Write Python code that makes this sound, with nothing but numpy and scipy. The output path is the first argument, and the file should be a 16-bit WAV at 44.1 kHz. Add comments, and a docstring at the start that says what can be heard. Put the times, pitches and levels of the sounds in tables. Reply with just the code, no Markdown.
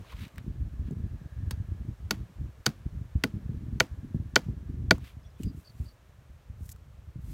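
"""Wind slaps a small microphone while grass and bark rustle and twigs tick; then seven hatchet chops ring out.
Place: open fields with a soft hush and a faint drone; a thin green stake stands upright in grass, close by.
Wind, hush and drone are shaped noise, and single gusts are short low waves; rustles are clumped snaps.
A small bird's notes are sagging sines; ticks and a click are short pings with noise.
Each chop sums dying steel and stake modes with a thud and noise bursts.
"""
import sys
import numpy as np
from scipy import signal
from scipy.fft import rfft, irfft, next_fast_len
from scipy.io import wavfile
from scipy.ndimage import uniform_filter1d

SR = 44100
rng = np.random.default_rng(int(sys.argv[2]) if len(sys.argv) > 2 else 0)


def put_to_file(sound):
    """Save the sound as 16-bit audio at rate SR, in the file named by the first command-line argument."""
    columns = np.atleast_2d(sound).T  # one column per channel
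    safe = np.clip(columns, -1, 1)
    whole_steps = np.round(safe * 32767)
    wavfile.write(sys.argv[1], SR, whole_steps.astype(np.int16))


N = 323253  # samples


def gain_of(db):
    """Decibels to gain."""
    return 10 ** (np.asarray(db) / 20)


def evened(x):
    """Scales to rms 1."""
    return x / np.sqrt(np.mean(x ** 2) + 1e-20)


def noise(size):
    """White noise."""
    return rng.standard_normal(size)


def smoothed(x, size):
    """Running mean over size samples, brought to rms 1."""
    return evened(uniform_filter1d(x, size))


def lumps(width_s):
    """Slow chance of rms 1 that holds for about width_s."""
    size = max(round(width_s * SR), 2)
    return smoothed(uniform_filter1d(noise(N), size), size)


def coloured(x, spectrum):
    """Filters x by a curve of (f/Hz, level/dB), straight over log frequency, and brings it to rms 1."""
    f, db = np.transpose(spectrum)
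    size = next_fast_len(len(x))
    hz = np.fft.rfftfreq(size, 1 / SR)
    curve_db = np.interp(np.log(hz + 1), np.log(f + 1), db)
    return evened(irfft(rfft(x, size) * gain_of(curve_db), size)[:len(x)])


def level_over_time(table):
    """Joins points of (t/s, level/dB) by straight lines over the whole scene."""
    s, db = np.transpose(table)
    return np.interp(np.arange(N) / SR, s, db)


def add(mix, s, sound):
    """Mixes a sound in at s seconds."""
    part = mix[round(s * SR):][:len(sound)]
    part += sound[:len(part)]


# level of the faint far drone as it comes and goes: [t/s, level/dB]
DRONE_LEVEL = [(0, -76), (.4, -82), (1.0, -73), (1.499, -70), (2.0, -81.5), (3.0, -80), (3.8, -75),
               (4.7, -76.5), (5.2, -85.5), (7.33, -100)]
# narrow band of the drone: [f/Hz, relative level/dB per Hz]
DRONE_SPECTRUM = [(1400, -39.5), (1620, 1), (1720, 0), (1820, -6), (2100, -40)]


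def drone():
    """A far, narrow, wavering band of noise."""
    wavering_db = level_over_time(DRONE_LEVEL) + 1.3 * lumps(0.11)
    return gain_of(wavering_db) * coloured(noise(N), DRONE_SPECTRUM)


# spectrum of distant leaves and fields: [f/Hz, relative level/dB per Hz]
HUSH_SPECTRUM = [(150, -28.5), (250, -3), (622, -3), (768, -7.5), (1170, -7.5), (4060, -19), (4840, -22),
                 (5870, -21), (8780, -25), (10500, -28), (13400, -25.5), (15700, -30), (16500, -47.5)]
# level of the hush: [t/s, rms level/dB]
HUSH_LEVELS = [(0, -59.5), (.6, -64.5), (1.3, -63.5), (3.8, -64), (5.3, -65.5), (7.33, -66.5)]


def hush():
    """The steady wash of distant leaves and fields: noise whose level drifts slowly."""
    wash = coloured(noise(N), HUSH_SPECTRUM)
    low_cut = signal.butter(2, 250, "high", fs=SR, output="sos")  # the wind owns the bass
    return gain_of(level_over_time(HUSH_LEVELS)) * evened(signal.sosfilt(low_cut, wash))


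# single gusts that slap the microphone: [t/s, peak level/dB, nominal f/Hz]
GUSTS = [(0.136, -39, 70), (0.368, -33.5, 71), (0.464, -27, 122), (0.554, -39, 105), (0.625, -39, 93.5),
         (0.731, -26.5, 65), (0.792, -24.5, 73), (0.882, -27.5, 108), (0.908, -28, 204), (0.968, -29, 112),
         (1.038, -27.5, 107), (1.108, -29, 61), (1.214, -33, 129), (1.402, -29, 95), (1.454, -32, 75),
         (1.574, -26.5, 69), (1.697, -33.5, 72.4), (1.88, -27.5, 83.4), (1.999, -36, 65), (2.17, -32, 85),
         (2.396, -35, 71), (2.772, -46, 69.3), (2.854, -30, 72.4), (2.945, -35, 65.2), (3.011, -26.5, 99),
         (3.153, -20.5, 84), (3.338, -23, 102), (3.409, -38, 70.5), (3.492, -22, 128), (3.607, -32, 112),
         (3.682, -28, 119.6), (3.725, -34, 72.7), (3.912, -28.5, 59.5), (4.03, -31, 73), (4.144, -27, 218),
         (4.198, -24, 96), (4.253, -34, 87), (4.484, -24, 137), (4.565, -25, 63.9), (4.697, -32, 96.6),
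         (4.819, -27, 102), (4.858, -31, 81), (5.012, -31, 76.5), (5.167, -33.5, 86.3),
         (5.258, -39.5, 65.4), (5.4, -29, 164), (5.445, -23, 80), (5.546, -33.5, 143), (5.798, -20.5, 79),
         (6.201, -48, 71.7), (6.497, -34, 80), (6.606, -28.5, 92.4), (7.157, -27.5, 110.5),
         (7.222, -38.5, 71), (7.278, -35.5, 83.6)]


def buffet(db, hz):
    """A push of air on the microphone: about two low cycles that slow down as they fade."""
    turns = np.arange(0, 2.6, hz / SR)
    shape = (1 - np.exp(-turns / 0.2)) ** 2 * np.exp(-turns / 0.74)
    shape = shape * signal.windows.tukey(len(turns), .25)
    direction = rng.choice([-1, 1])
    return gain_of(db) * direction * np.sin(2 * np.pi * turns ** 0.95) * shape / shape.max()


# wind under the single gusts: [t/s, rumble level/dB, added flutter level/dB]
WIND_STRENGTH = [(0.0, -24.5, -0.5), (0.08, -55, -5), (0.24, -34.5, 3), (0.3, -58.5, 8), (0.47, -39.5, 1.5),
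                 (0.62, -30.5, -6.5), (0.7, -45, 2.5), (1.0, -33.5, -1), (1.2, -41, -2.5),
                 (1.29, -49.5, -4), (1.42, -29, -10), (1.65, -43.5, -2), (1.9, -35.5, 2.5), (1.96, -53, -4),
                 (2.03, -35.5, -8.5), (2.25, -45, 2.5), (2.33, -54, 4), (2.43, -34, -4), (2.55, -54, 2),
                 (3.02, -38.5, -1), (3.12, -46.5, -8), (3.3, -46.5, 0.5), (3.5, -36, 0.5),
                 (3.9, -44.5, 3.5), (4.33, -45.5, 2.5), (4.57, -38, -0.5), (4.92, -35, -1),
                 (5.12, -50, -1.5), (5.36, -49, -2.5), (5.5, -40.5, 7.5), (5.69, -57, 1), (5.78, -41, -2.5),
                 (5.9, -58.5, 0), (6.35, -49, -7.5), (6.45, -50, -6.5), (7.1, -46.5, -4.5),
                 (7.33, -37, -1.5)]
# low rumble of wind at the microphone: [f/Hz, relative level/dB per Hz]
RUMBLE_SPECTRUM = [(12, -58), (20, -20), (41, 2), (65, 5.5), (119, -1.5), (250, -24.5), (320, -48),
                   (550, -120)]
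# higher flutter, also the colour of shaken soil: [f/Hz, relative level/dB per Hz]
FLUTTER_SPECTRUM = [(80, -31), (130, 0), (200, 0), (300, -6.5), (450, -21), (700, -62)]
FLUTTER_DB, FLUTTER_FOLLOW = -58.5, 1.4  # flutter at a rumble of -45 dB, and dB of flutter per dB of rumble
STIR_RISE_S, STIR_T60_S = 0.0044, 0.18
STIR_RUMBLE_DB, STIR_FLUTTER_DB = -7.5, -15  # against the gust's peak
STIR_DB_PER_OCTAVE = 6.5  # higher gusts flutter more


def wind():
    """Lumpy low noise; quick eddies add a higher flutter, and each gust stirs both with dying turbulence."""
    s, *columns = np.transpose(WIND_STRENGTH)
    strength_db, bright_db = (np.interp(np.arange(N) / SR, s, c) for c in columns)
    rumble_gain = gain_of(strength_db)
    flutter_gain = gain_of(FLUTTER_DB + FLUTTER_FOLLOW * (strength_db + 45))
    t = np.arange(SR // 3) / SR
    stir = np.minimum(t / STIR_RISE_S, 1) * gain_of(-60 * t / STIR_T60_S)
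    for start, peak_db, hz in GUSTS:
        pitch_db = STIR_DB_PER_OCTAVE * np.log2(hz / 100)
        add(rumble_gain, start, gain_of(peak_db + STIR_RUMBLE_DB) * stir)
        add(flutter_gain, start, gain_of(peak_db + STIR_FLUTTER_DB + pitch_db) * stir)
    eddies = lumps(0.012)
    rumble = evened(coloured(noise(N), RUMBLE_SPECTRUM) * gain_of(4.2 * eddies))
    flutter = coloured(noise(N) * gain_of(5.3 * eddies), FLUTTER_SPECTRUM)
    return rumble_gain * rumble + gain_of(bright_db) * flutter_gain * flutter


# bird notes: [t/s, nominal peak level/dB, mid-note f/Hz, length/s, fall as a share of pitch]
BIRD_NOTES = [(5.228, -71, 5130, 0.028, .01), (5.24, -67.5, 3410, 0.058, 0.0089),
              (5.258, -69, 5670, 0.04, 0.011), (5.30, -70.5, 5070, 0.017, .01),
              (5.357, -69.5, 3420, 0.043, 0.0093), (5.39, -66, 2540, 0.017, .01),
              (5.453, -61, 4800, 0.034, 0.017), (5.4755, -59, 4760, 0.048, 0.03),
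              (5.646, -58.5, 4570, 0.035, 0.049), (5.669, -55, 4520, 0.031, 0.038),
              (5.693, -56.5, 4460, 0.025, 0.06), (5.855, -61.5, 4580, 0.032, 0.041),
              (5.877, -58.5, 4520, 0.04, 0.07), (5.902, -66, 4640, 0.033, 0.031)]


def chirp(db, hz, length, fall):
    """A short raspy note: a sagging sine with a wobble in pitch and level."""
    t = np.arange(0, max(length, .005), 1 / SR)
    wobble, rasp = (smoothed(noise(len(t)), 50) for _ in range(2))
    slide = hz * (1 + fall * (.5 - t / t[-1] + 0.48 * wobble))
    swell = np.sin(np.pi * np.sqrt(t / t[-1])) ** 2  # rises faster than it falls
    return gain_of(db) * np.sin(2 * np.pi * np.cumsum(slide) / SR) * (1 + .5 * rasp) * swell


# hands and feet in grass and bark: [t/s, swell/s, fade/s, scrape level/dB, dry hiss level/dB]
RUSTLE_STROKES = [(0.0, 0.0059, 0.029, -81, -86), (0.03, 0.096, 0.028, -52.5, -66),
                  (0.12, 0.1, .09, -50, -60), (0.37, 0.01, 0.031, -54.5, -78),
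                  (0.82, 0.059, 0.042, -65, -76), (4.99, 0.081, 0.075, -54.5, -62),
                  (5.37, 0.059, 0.075, -64, -61.5), (5.47, .11, .25, -75, -68.5),
                  (5.6, .23, 0.16, -72, -67), (6.56, 0.099, 0.086, -81, -62.5),
                  (6.678, 0.022, .014, -69.5, -51), (6.708, .011, 0.013, -77, -44.5),
                  (7.19, 0.14, 0.038, -64.5, -59)]
# scraped stalks and bark: [f/Hz, relative level/dB per Hz]
SCRAPE_SPECTRUM = [(600, -52), (1000, 5.5), (2500, 13.5), (4000, 11), (6000, -4), (9000, -55)]
# dry blades: [f/Hz, relative level/dB per Hz]
DRY_SPECTRUM = [(2500, -21), (5000, -0.5), (7500, 3.5), (10500, 1.5), (13500, 3.5), (16500, -2.5)]
RUSTLE_DEPTH_DB = 18.5  # how far below its peak the stroke starts and ends, before the edges are tapered
SNAPS_PER_S = 300  # mean rate at each pitch


def rustle(swell, fade, scrape_db, dry_db):
    """Small pitched snaps in clumps for the scrape, a finer grain for the dry blades."""
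    t = np.arange(0, swell + fade, 1 / SR)
    size = len(t)
    stroke = gain_of(np.interp(t, [0, swell, swell + fade], [-RUSTLE_DEPTH_DB, 0, -RUSTLE_DEPTH_DB]))
    fine = noise(size)
    grain_t = np.arange(SR // 100) / SR
    clumps = smoothed(noise(size), 250)
    snaps = 0.18 * fine
    for hz in np.geomspace(900, 5500, num=14):  # each stalk or flake of bark snaps at its own pitch
        strength = gain_of(0.96 * np.minimum(rng.exponential(1, size), 4))
        strikes = strength * (rng.random(size) < SNAPS_PER_S / SR)
        grain = np.sin(2 * np.pi * hz * grain_t) * np.exp(-grain_t * hz / 0.88)
        snaps = snaps + signal.oaconvolve(strikes, grain)[:size] * np.sqrt(hz / SR)
    scrape = coloured(snaps * gain_of(2.5 * clumps), SCRAPE_SPECTRUM)
    dry_hiss = coloured(fine * gain_of(1.5 * clumps), DRY_SPECTRUM)
    mixed = gain_of(scrape_db) * scrape + gain_of(dry_db) * dry_hiss
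    return mixed * stroke * signal.windows.tukey(size, .3)


# short ticks of twigs and landing chips, except the one at 4.98 s, which is heard as a bare click:
# [t/s, ping level/dB, ping f/Hz, snap level/dB, t60/s]
TICKS_AND_CLICK = [(0.0473, -48, 1070, -76, 0.023), (0.121, -45, 1100, -53, 0.019),
                   (0.1281, -42.5, 1050, -64, 0.034), (0.1955, -53, 2850, -52, 0.011),
                   (0.3594, -50, 2020, -53, 0.011), (0.281, -66, 2000, -53, 0.008),
                   (0.3818, -30.5, 1710, -39.5, 0.0057), (0.8723, -56, 1340, -65, 0.01),
                   (0.9105, -66, 902, -53, 0.01), (2.6912, -42, 1680, -44.5, 0.008),
                   (3.6857, -58, 1110, -70, 0.01), (3.8297, -47.5, 2820, -58, 0.012),
                   (4.3904, -32.5, 890, -46.5, 0.0051), (4.487, -49.5, 935, -68.5, 0.01),
                   (4.9823, -40.5, 1058, -47.5, 0.007), (5.4335, -46.5, 2900, -43, 0.026),
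                   (6.6921, -48, 1906, -39.5, 0.0087), (6.7196, -67, 1096, -46.5, 0.0085),
                   (6.7617, -54, 1280, -57, 0.016)]
# noise of the snap: [f/Hz, relative level/dB per Hz]
SNAP_SPECTRUM = [(500, -23.5), (1500, -10.5), (4000, -0.5), (8000, 1.5), (11000, -10), (16500, 0)]


def tick(db, hz, snap_db, t60):
    """A short ping with a wide snap of noise, both dying together."""
    t = np.arange(SR // 30) / SR
    ping = gain_of(db) * np.sin(2 * np.pi * hz * t)
    snap = gain_of(snap_db) * coloured(noise(len(t)), SNAP_SPECTRUM)
    return (ping + snap) * gain_of(-60 * t / max(t60, .002))


def ring(modes, t, length, cycles, favoured_hz, slope_db, snap):
    """Dying modes; each swells over some cycles, highs first, and loses a share at once while the edge is gripped."""
    out = np.zeros(len(t))
    for hz, db, t60 in modes:
        luck_db, detune = 1.5 * noise(None), 0.0078 * noise(None)
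        reach_db = db + luck_db - slope_db * np.log2(hz / favoured_hz) ** 2
        swell = (1 - np.exp(-t * hz / cycles)) ** 2
        gripped = 1 + snap * np.exp(-t / 0.00055)
        fade = gain_of(reach_db - 60 * t / (t60 * length))
        out += fade * swell * gripped * np.sin(2 * np.pi * hz * (1 + detune) * t)
    return out / abs(out).max()


# steel meeting wood in seven chops; in four the edge bites and then the head seats: [t/s,
# steel ring peak level/dB, steel ring length factor, f/Hz the ring favours, wood knock peak level/dB,
# f/Hz the knock favours, thud level/dB, thud settling f/Hz, crack level/dB, scatter level/dB]
HATCHET_CONTACTS = [(1.509, -32, 1.5, 4640, -47, 2000, -27, 170, -29.5, -52),
                    (2.1086, -14, 0.76, 4900, -18, 1800, -20, 228, -22, -40.5),
                    (2.6597, -23, 1.6, 4640, -29.5, 2000, -40.5, 198, -28, -69),
                    (2.6636, -7, 0.52, 4500, -15, 2170, -14.5, 205, -20, -39.5),
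                    (3.2375, -16, .6, 4300, -14, 1580, -13.5, 210, -24, -43.5),
                    (3.8006, -12, 0.94, 6200, -47, 2500, -35.5, 156, -23, -49),
                    (3.8036, -10, 0.47, 4800, -7.5, 1480, -19, 164.3, -28, -39),
                    (4.3578, -6.5, 0.79, 5380, -26.5, 2800, -38.5, 162, -22, -51.5),
                    (4.3610, -11.5, 0.76, 4600, -5, 1580, -18.5, 165, -29, -38),
                    (4.9088, -5, 0.53, 4100, -5.5, 2400, -36, 120, -22.5, -47),
                    (4.9100, -17.5, 1.2, 4200, -7, 980, -12, 117, -32.5, -41.5)]
# modes of the hatchet head: [nominal f/Hz, relative level/dB, t60/s before the ring length factor]
STEEL_MODES = [(3300, -3.5, 0.024), (3740, -3.5, 0.028), (4350, -2, 0.018), (4606, -5, 0.038),
               (5247, -0.5, 0.015), (6180, -2, 0.022), (6730, -8, 0.026)]
# modes of the stake: [nominal f/Hz, relative level/dB, t60/s before shortening]
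STAKE_MODES = [(408, 4.5, 0.028), (500, -8, 0.067), (645, -8, 0.044), (852, -8, 0.024), (1186, -6.5, 0.016),
               (1454, -0.5, 0.025), (1890, -8, 0.019), (2000, -2.5, 0.019), (2292, -3, 0.019),
               (2714, 5, 0.0068), (3106, -3.5, 0.017)]
# tearing fibres: [f/Hz, relative level/dB]
SPLINTER_SPECTRUM = [(300, -15.5), (1000, -0.5), (3000, -7), (6500, -10.5), (8500, -8.5), (12000, -10.5),
                     (16000, -13.5)]
# chips and bushes: [f/Hz, relative level/dB]
SCATTER_SPECTRUM = [(300, -3), (700, 5.5), (1500, 0.5), (3000, -4), (6500, -9), (8500, -16), (12000, -16.5),
                    (16000, -19)]
SOIL_DB, SOIL_T60_S = -6.5, .12  # loose soil shaken by the thud, against the thud


def chop(steel_db, steel_length, steel_hz, wood_db, wood_hz, thud_db, thud_hz, crack_db, scatter_db):
    """Steel rings at once, the stake swells after it, and the ground answers last."""
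    t = np.arange(SR // 4) / SR
    size = len(t)
    late = np.maximum(t - .0012, 0)
    # bending waves: the highs arrive first, so the thud falls in pitch
    turns = thud_hz * (late + 1.5 * .006 * (1 - np.exp(-late / 0.0054)))
    thud = np.sin(2 * np.pi * turns) * (1 - np.exp(-late / 0.005)) * gain_of(-60 * late / 0.045)
    soil_fade = (1 - np.exp(-late / 0.003)) * gain_of(SOIL_DB - 60 * late / SOIL_T60_S)
    soil = coloured(noise(size), FLUTTER_SPECTRUM) * soil_fade
    crack_fade = gain_of(-60 * t / 0.021) * (1 - np.exp(-t / 0.00066))
    crack = coloured(noise(size), SPLINTER_SPECTRUM) * crack_fade
    # chips patter unevenly while the bushes send a fading blur back
    patter = gain_of(2.5 * smoothed(noise(size), 90))
    fade = (gain_of(-60 * t / 0.11) + gain_of(-16 - 60 * t / 0.4)) * (1 - np.exp(-t / .002))
    scatter = coloured(noise(size), SCATTER_SPECTRUM) * patter * fade
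    steel = ring(STEEL_MODES, t, np.clip(steel_length, .1, 3), cycles=0.9,
                 favoured_hz=steel_hz, slope_db=14.0, snap=2.1)
    wood = ring(STAKE_MODES, t, 0.88, cycles=0.94, favoured_hz=wood_hz, slope_db=2.3, snap=0.2)
    return (gain_of(steel_db) * steel + gain_of(wood_db) * wood + gain_of(thud_db) * (thud + soil)
            + gain_of(crack_db) * crack + gain_of(scatter_db) * scatter)


def scene():
    """Everything in one channel, from the far background to the close hatchet."""
    mix = drone() + hush() + wind()
    events = ((GUSTS, buffet), (BIRD_NOTES, chirp), (RUSTLE_STROKES, rustle),
              (TICKS_AND_CLICK, tick), (HATCHET_CONTACTS, chop))
    for table, source in events:
        for s, *row in table:
            add(mix, s, source(*row))
    return mix[None]


def record(dry):
    """The small microphone thins the deepest bass; then the treble is cut off at the band limit."""
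    thinned = signal.sosfilt(signal.butter(2, 42, "high", fs=SR, output="sos"), dry)
    band_limit = signal.firwin(161, 16100, window=("kaiser", 8), fs=SR)  # Hz
    return signal.oaconvolve(thinned, band_limit[None], "same")


dry = scene()
out = record(dry)
put_to_file(out)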